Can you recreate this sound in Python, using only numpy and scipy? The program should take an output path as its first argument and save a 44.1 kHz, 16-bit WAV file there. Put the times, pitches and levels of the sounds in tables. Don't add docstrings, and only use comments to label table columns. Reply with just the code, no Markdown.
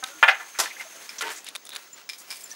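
import sys
import numpy as np
from scipy import signal
from scipy.fft import rfft, irfft
from scipy.io import wavfile
from scipy.ndimage import uniform_filter1d

SR = 44100
rng = np.random.default_rng(int(sys.argv[2]) if len(sys.argv) > 2 else 0)


def level_to_linear(level):
    exponent = np.asarray(level, float) / 20
    return 10 ** exponent


def transcribe(signal):
    frames = np.atleast_2d(signal).T
    limited = np.clip(frames, -1, 1)
    pcm = np.round(limited * 32767).astype(np.int16)
    wavfile.write(sys.argv[1], SR, pcm)


N = 112454

# [f/Hz, level/dB, t60/s]
STICK_MODES = [(1710, -12, .01), (2560, -10, .01), (3710, 0, .011), (10000, -8, .005)]
# [f/Hz, density/dB]
STICK_CRACK = [(290, -60), (500, -26), (3690, -3), (4660, -7), (10900, -15), (16400, -38)]
# [f/Hz, density/dB]
THREAD_CRACK = [(500, -44), (3700, -13), (6000, 0), (10000, 7), (14000, -6.5), (16400, -17)]


def evened(x):
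    return x / np.sqrt(np.mean(x ** 2) + 1e-20)


def read(points, hz):
    f, value = np.transpose(points)
    return np.interp(np.log(hz + 1), np.log(f + 1), value)


def curve(points):
    return level_to_linear(np.interp(np.arange(N) / SR, *np.transpose(points)))


def add(mix, s, sound):
    part = mix[round(s * SR):][:len(sound)]
    part += sound[:len(part)]


def coloured(x, db_at):
    gain = level_to_linear(db_at(np.fft.rfftfreq(len(x), 1 / SR)))
    return evened(irfft(rfft(x) * gain, len(x)))


def resonate(x, hz, width_hz):
    turn = np.exp(2j * np.pi * hz * np.arange(len(x)) / SR)
    r = np.exp(-np.pi * width_hz / SR)
    return 2 * (turn * signal.lfilter([1 - r], [1, -r], x / turn)).real


def arch(t, length, rise):
    u = np.clip(t / length, 0, 1)
    return np.sin(np.pi / 2 * np.minimum(u / rise, (1 - u) / (1 - rise))) ** 2


def thin(x, hz):
    return signal.sosfilt(signal.butter(4, hz, "high", fs=SR, output="sos"), x)


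def strikes(events, modes, snap, spread, contacts_per_s, abrupt, freed, size):
    out, length = np.zeros(N), 8192
    t = np.arange(length) / SR
    lead = 40
    for s, db, chatter, snap_db in events:
        fade = np.exp(-(t / max(chatter, 3e-4)) ** abrupt)
        touching = rng.random(length) < contacts_per_s / SR
        contacts = rng.standard_normal(length) * touching * fade
        contacts[0] = 2.5
        tune = 1 + spread * rng.standard_normal(len(modes))
        ring = np.zeros(length)
        for (hz, level, t60), k in zip(modes, tune):
            ring += level_to_linear(level - 60 * t / t60) * np.sin(2 * np.pi * hz * k * t)
        soft_contacts = signal.fftconvolve(contacts, np.hanning(size))
        ring = signal.fftconvolve(soft_contacts, ring)[:length]
        ring *= freed + (1 - freed) * fade
        crack = coloured(rng.standard_normal(length) * fade + contacts, lambda hz: read(snap, hz))
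        ring, crack = np.roll(ring, lead), np.roll(crack, lead)
        blow = ring / abs(ring).max() + level_to_linear(snap_db) * crack / abs(crack).max()
        add(out, s - lead / SR, level_to_linear(db) * blow / abs(blow).max())
    return out


def beater():
    # [t/s, peak level/dB, chatter/s, snap re ring/dB]
    knocks = [
        (0.228, 2.5, 0.015, -10),
        (0.2355, -7, 0.013, -5.5),
        (1.2095, -18.5, 0.01, -10),
        (1.2202, -25, 0.0025, 9),
        (1.2238, -23, 0.02, -2),
    ]
    # [t/s, peak level/dB, chatter/s, snap re ring/dB]
    rebounds = [
        (0.2805, -5.5, 0.007, -3),
        (0.2845, -3.5, 0.011, -2.5),
        (0.2905, -7, 0.01, -5),
        (0.2985, -16, 0.019, 0.5),
        (0.345, -26.5, 0.022, 5),
        (0.399, -26, 0.035, -7),
        (1.302, -27.5, 0.006, 15),
        (1.306, -24.5, 0.018, -6),
    ]
    # [f/Hz, level/dB, t60/s]
    beam_modes = [(630, -24, .07), (930, -15, .09), (1430, 0, .055), (1745, -3, .09), (2020, -7, .07),
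                  (2120, -9, .05), (2385, -8, .09), (2720, -8, .07), (3060, -12, .07), (3380, -17, .07)]
    post_modes = [(775, -11, .06), (935, -12, .09), (1445, -10, .1), (1535, -15, .1), (1755, 0, .065),
                  (2025, -7, .08), (2190, -14, .09), (2380, -10, .085), (3050, -18, .08), (3320, -17, .08)]
    # [f/Hz, density/dB]
    beam_crack = [(400, -43), (900, -11), (1700, -6.5), (3300, -16), (4500, -34), (16000, -46.5)]
    return (strikes(knocks, beam_modes, beam_crack, spread=0.0016, contacts_per_s=270,
                    abrupt=15.0, freed=0.21, size=14)
            + strikes(rebounds, post_modes, beam_crack, spread=0.0041, contacts_per_s=300,
                      abrupt=3.6, freed=0.84, size=14))


def reed_slap():
    # [t/s, peak level/dB, chatter/s, snap re ring/dB]
    slaps = [
        (0.588, -14.5, 0.027, 25),
        (0.592, -13, 0.017, 1),
        (0.6, -7, 0.0073, 24),
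        (0.635, -22.5, 0.017, 8),
        (0.81, -26.5, 0.014, 1.5),
    ]
    # [f/Hz, level/dB, t60/s]
    frame_modes = [(980, -3, 0.045), (1380, 0, 0.05), (1540, 0, .05), (1810, -2, .05), (2010, -3, 0.05),
                   (2500, -6, 0.04)]
    # [f/Hz, density/dB]
    reed_crack = [(120, -40), (250, -17), (986, -1.5), (2420, -7.5), (5730, -1.5), (12600, -13),
                  (16000, -23)]
    return strikes(slaps, frame_modes, reed_crack, spread=0.0144, contacts_per_s=1300,
                   abrupt=0.99, freed=1.0, size=8)


def shuttle():
    # [t/s, peak level/dB, chatter/s, snap re ring/dB]
    clacks = [
        (1.0924, -22, 0.01, -9.5),
        (2.0911, -21, 0.0026, 0),
        (2.0974, -20, 0.0026, -2.5),
        (2.1335, -28, 0.0054, -2),
        (2.3106, -22.5, 0.0033, 3),
        (2.3255, -24.5, 0.015, -10.5),
    ]
    # [f/Hz, level/dB, t60/s]
    rod_modes = [(2375, 0, .033), (3420, -9, .025), (5060, 0, .03), (5260, -1, .028)]
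    return strikes(clacks, rod_modes, STICK_CRACK, spread=0.0048, contacts_per_s=360,
                   abrupt=0.59, freed=1.0, size=4)


def bobbin_rattle():
    # [t/s, peak level/dB]
    rattles = [(2.1205, -38), (2.149, -39), (2.158, -40), (2.2853, -38), (2.3046, -23), (2.316, -23.5),
               (2.333, -35), (2.3587, -35), (2.376, -39), (2.407, -34), (2.414, -36), (2.437, -37),
               (2.46, -36), (2.4769, -36), (2.492, -42), (2.505, -36)]
    # [f/Hz, level/dB, t60/s]
    bobbin_modes = [(2380, -9, .025), (5100, 0, .016), (5280, -1, .016), (8600, -5, .014),
                    (9900, -12, .012)]
    events = [(s, db, 0.006, -8) for s, db in rattles]
    return strikes(events, bobbin_modes, THREAD_CRACK, spread=0.0061, contacts_per_s=900,
                   abrupt=1.7, freed=1.0, size=3)


def stick_ticks():
    # [t/s, peak level/dB, snap re ring/dB]
    tick_times = [(0.0388, -15.5, 23), (0.042, -18.5, -2.5), (1.2094, -20.5, 18), (1.4655, -32, -5),
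                  (1.487, -26, -10), (1.5514, -22, 5), (1.5564, -19.5, 0.5), (1.5614, -21.5, 3),
                  (1.6706, -34.5, 0), (1.6916, -29.5, 10), (1.7044, -30.5, 3), (1.7534, -27.5, 4),
                  (1.7614, -18.5, 1), (1.7654, -21.5, 4)]
    events = [(s, db, .0022, snap_db) for s, db, snap_db in tick_times]
    return strikes(events, STICK_MODES, STICK_CRACK, spread=0.019, contacts_per_s=2900,
                   abrupt=4.5, freed=1.0, size=3)


def thread_plucks():
    # [t/s, peak level/dB]
    pluck_times = [(1.445, -28), (1.468, -33), (1.4875, -26.5), (1.552, -30), (1.5603, -31), (1.653, -30),
                   (1.665, -41), (1.6916, -25.5), (1.734, -33), (1.7516, -27), (1.7654, -31), (2.184, -38)]
    events = [(s, db, .0022, 10.5) for s, db in pluck_times]
    return strikes(events, STICK_MODES, THREAD_CRACK, spread=0.03, contacts_per_s=4600,
                   abrupt=0.72, freed=0.99, size=3)


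def creak():
    # [f/Hz, width/Hz, level/dB]
    treadle_modes = [(425, 30, -3), (915, 22, 0), (1530, 40, -6), (1730, 50, -7), (1920, 60, -8)]
    out, t = np.zeros(N), np.arange(8192) / SR
    slips_per_s = 900
    slips = rng.standard_normal(8192) * (rng.random(8192) < slips_per_s / SR)
    body = sum(level_to_linear(db) * evened(resonate(slips, hz, width)) for hz, width, db in treadle_modes)
    swell = arch(t, .105, 0.083) ** 0.35
    add(out, 1.22, level_to_linear(-37.5) * evened(body) * swell)
    return out


def rustles():
    # [start t/s, length/s, level/dB, centre f/Hz, spread/octaves]
    rubs = [(0.272, 0.072, -33, 4200, 0.43), (2.359, 0.025, -49, 8000, 0.72), (2.402, 0.043, -47, 8450, 1),
            (2.434, 0.033, -46.5, 11000, 0.88), (0.04, 0.12, -45, 2780, 1.5),
            (0.541, 0.067, -42.5, 1670, 0.55), (0.589, 0.17, -40, 3000, 0.95),
            (0.649, 0.044, -34.5, 1760, 0.42), (0.701, 0.033, -39, 2220, 0.23),
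            (0.762, 0.022, -42, 1880, 0.22), (0.798, 0.049, -39, 2050, 0.5),
            (1.18, 0.035, -39.5, 3100, 0.68), (1.181, 0.03, -35.5, 6100, 0.28),
            (1.231, 0.15, -37.5, 1540, 1.53), (1.293, 0.083, -41.5, 6850, 0.69),
            (1.354, 0.068, -41, 6700, 0.36), (1.452, 0.085, -43.5, 3150, 0.83),
            (1.663, 0.017, -43, 4040, 1.2), (1.702, 0.097, -44.5, 3750, 0.14),
            (1.713, 0.12, -44, 1410, 1.56), (1.945, 0.15, -49, 1690, 1.62), (2.174, 0.073, -45, 7000, 0.75),
            (2.278, 0.19, -47, 5740, 1.5), (2.486, 0.11, -47.5, 5050, 0.96),
            (1.209, 0.033, -32, 5060, 0.96)]
    out, t = np.zeros(N), np.arange(10240) / SR
    grain_db, rise = 3, .2
    for s, length, db, centre_hz, octaves in rubs:
        grain = level_to_linear(grain_db * evened(uniform_filter1d(rng.standard_normal(10240), size=90)))
        rub = coloured(rng.standard_normal(10240),
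                       lambda hz: -6 * (np.log2((hz + 1) / centre_hz) / octaves) ** 2)
        add(out, s, level_to_linear(db) * rub * grain * arch(t, length, rise))
    return out


def veranda(x):
    # [f/Hz, t60/s]
    decay_times = [(500, 0.25), (2500, 0.21), (9000, 0.15)]
    taps = np.zeros(SR // 2)
    at = np.arange(200, len(taps) - 20, 20)
    taps[at + rng.integers(0, 20, len(at))] = rng.choice([-1., 1.], len(at))
    hz, t, z = signal.stft(taps, SR, nperseg=256)
    fall = level_to_linear(-60 * t / read(decay_times, hz)[:, None])
    tail = signal.istft(z * fall, SR, nperseg=256)[1]
    return signal.fftconvolve(x, tail / np.linalg.norm(tail))[:N]


def hen():
    # [f/Hz, level/dB]
    throat = [(500, -21), (780, -5), (1030, -9.5), (1400, 2.5), (1850, -10.5), (2600, -21), (5000, -39)]
    out, t = np.zeros(N), np.arange(4096) / SR
    pitch_hz, breath = 258, .15
    voice = np.zeros(4096)
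    for k in range(1, 14):
        voice += level_to_linear(read(throat, k * pitch_hz)) * np.cos(2 * np.pi * k * pitch_hz * t)
    rasp = coloured(rng.standard_normal(4096), lambda hz: read(throat, hz))
    add(out, .024, level_to_linear(-33) * (evened(voice) + breath * rasp) * arch(t, .03, 0.27) ** .5)
    return out


def whistles(notes, blur):
    out, t = np.zeros(N), np.arange(8000) / SR
    for s, length, db, hz, glide_hz in notes:
        waver = blur * evened(uniform_filter1d(rng.standard_normal((2, 8000)), size=200, axis=1))
        pitch_hz = (hz + glide_hz * t / length) * (1 + .05 * waver[0])
        tone = np.sin(2 * np.pi * np.cumsum(pitch_hz) / SR)
        add(out, s, level_to_linear(db + 3 + 20 * waver[1]) * tone * arch(t, length, .25) ** .5)
    return out


def birds():
    # [start t/s, length/s, level/dB, pitch f/Hz, glide/Hz]
    chip_notes = [(.09, 0.14, -54.5, 1415, -1), (1.926, 0.032, -46.5, 7150, -2),
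                  (2.11, 0.081, -61, 12300, 0), (2.21, 0.068, -63, 12650, 2), (2.37, 0.011, -45, 8660, 0),
                  (2.396, 0.0052, -38, 8440, 0), (2.434, .008, -41, 7800, -300), (2.44, .007, -37, 7300, 0),
                  (2.445, 0.028, -46, 7280, -200), (2.513, 0.015, -41.5, 5940, -200),
                  (.796, 0.024, -32.5, 2070, -4), (2.512, 0.036, -48, 1780, 6)]
    # [start t/s, length/s, level/dB, pitch f/Hz, glide/Hz]
    coo_notes = [
        (.085, 0.062, -54, 557, 10),
        (.14, 0.067, -55.5, 333, -35),
        (.85, 0.041, -51, 635, 30),
        (.915, 0.15, -58.5, 653, 33),
    ]
    return whistles(chip_notes, blur=.2) + whistles(coo_notes, blur=.15)


def insect():
    # [t/s, level/dB]
    buzz_level = [
        (0, -53),
        (.3, -52.5),
        (1.05, -52),
        (1.12, -63),
        (2.55, -65),
    ]
    t = np.arange(N) / SR
    buzz_hz, width_hz, throbs_per_s = 6390, 200, 52
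    buzz = resonate(rng.standard_normal(N), buzz_hz, width_hz)
    buzz = resonate(buzz, buzz_hz, 2 * width_hz)
    buzz = buzz / np.sqrt(abs(signal.hilbert(buzz)) + 1e-9)
    throb = 1 + .3 * np.sin(2 * np.pi * throbs_per_s * t)
    return curve(buzz_level) * evened(buzz * throb)


def air(colour, patchy_db, flicker_db):
    frames = N // 128 + 5
    a, b, patches = rng.standard_normal((frames, 257, 3)).T
    patches = uniform_filter1d(patches, size=8, axis=0)
    patches = evened(uniform_filter1d(patches, size=14, axis=1))
    flicker = evened(uniform_filter1d(rng.standard_normal(frames), size=6))
    z = (a + 1j * b) * level_to_linear(patchy_db * patches + flicker_db * flicker)
    noise = signal.istft(z, nperseg=512, noverlap=384)[1][:N]
    return coloured(noise, lambda hz: read(colour, hz))


def loom_stir():
    # [t/s, level/dB]
    stir_level = [(0, -49.5), (.2, -47), (.45, -48.5), (1.05, -45.5), (1.38, -44.5), (1.43, -52.5),
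                  (1.62, -59.5), (1.8, -49), (2.05, -65.5), (2.3, -47.5), (2.55, -53.5)]
    # [f/Hz, density/dB]
    stir_colour = [(120, -35), (200, -12), (2040, -1.5), (5440, -9), (6290, -6), (15300, -15.5)]
    return curve(stir_level) * air(stir_colour, patchy_db=1.5, flicker_db=1.6)


def outdoor_hush():
    # [f/Hz, density/dB]
    hush_colour = [(25, -37.5), (300, -5), (800, -4.5), (3600, -9.5), (7000, -7), (9000, -28.5),
                   (15700, -21.5)]
    return level_to_linear(-54.5) * air(hush_colour, patchy_db=1.9, flicker_db=0.8)


def electronic_whine():
    # [t/s, level/dB]
    whine_level = [
        (0, -63),
        (1.42, -63),
        (1.56, -69),
        (1.57, -57),
        (2.55, -56),
    ]
    return curve(whine_level) * np.sin(2 * np.pi * 15677 * np.arange(N) / SR)


def scene():
    wood = thin(beater() + shuttle() + bobbin_rattle(), 605)
    bamboo = thin(reed_slap() + creak(), 256)
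    loom = wood + bamboo + hen()
    ticks = thin(stick_ticks() + thread_plucks(), 605)
    room = level_to_linear(-9) * veranda(loom + 0.17 * ticks)
    close = loom + ticks + room + thin(rustles(), 185)
    around = birds() + insect() + loom_stir() + outdoor_hush()
    return (close + around)[None]


def roll_off(x):
    return signal.sosfilt(signal.butter(12, 16500, fs=SR, output="sos"), x)


def record(dry):
    limited = np.sign(dry) * (.8 + .15 * np.tanh((abs(dry) - .8) / .15))
    dry = np.where(abs(dry) < .8, dry, limited)
    below_edge = signal.oaconvolve(dry, signal.firwin(301, 15750, fs=SR)[None], "same")
    mix = below_edge + .15 * (dry - below_edge) + electronic_whine()
    return roll_off(mix)


dry = scene()
out = record(dry)
transcribe(out)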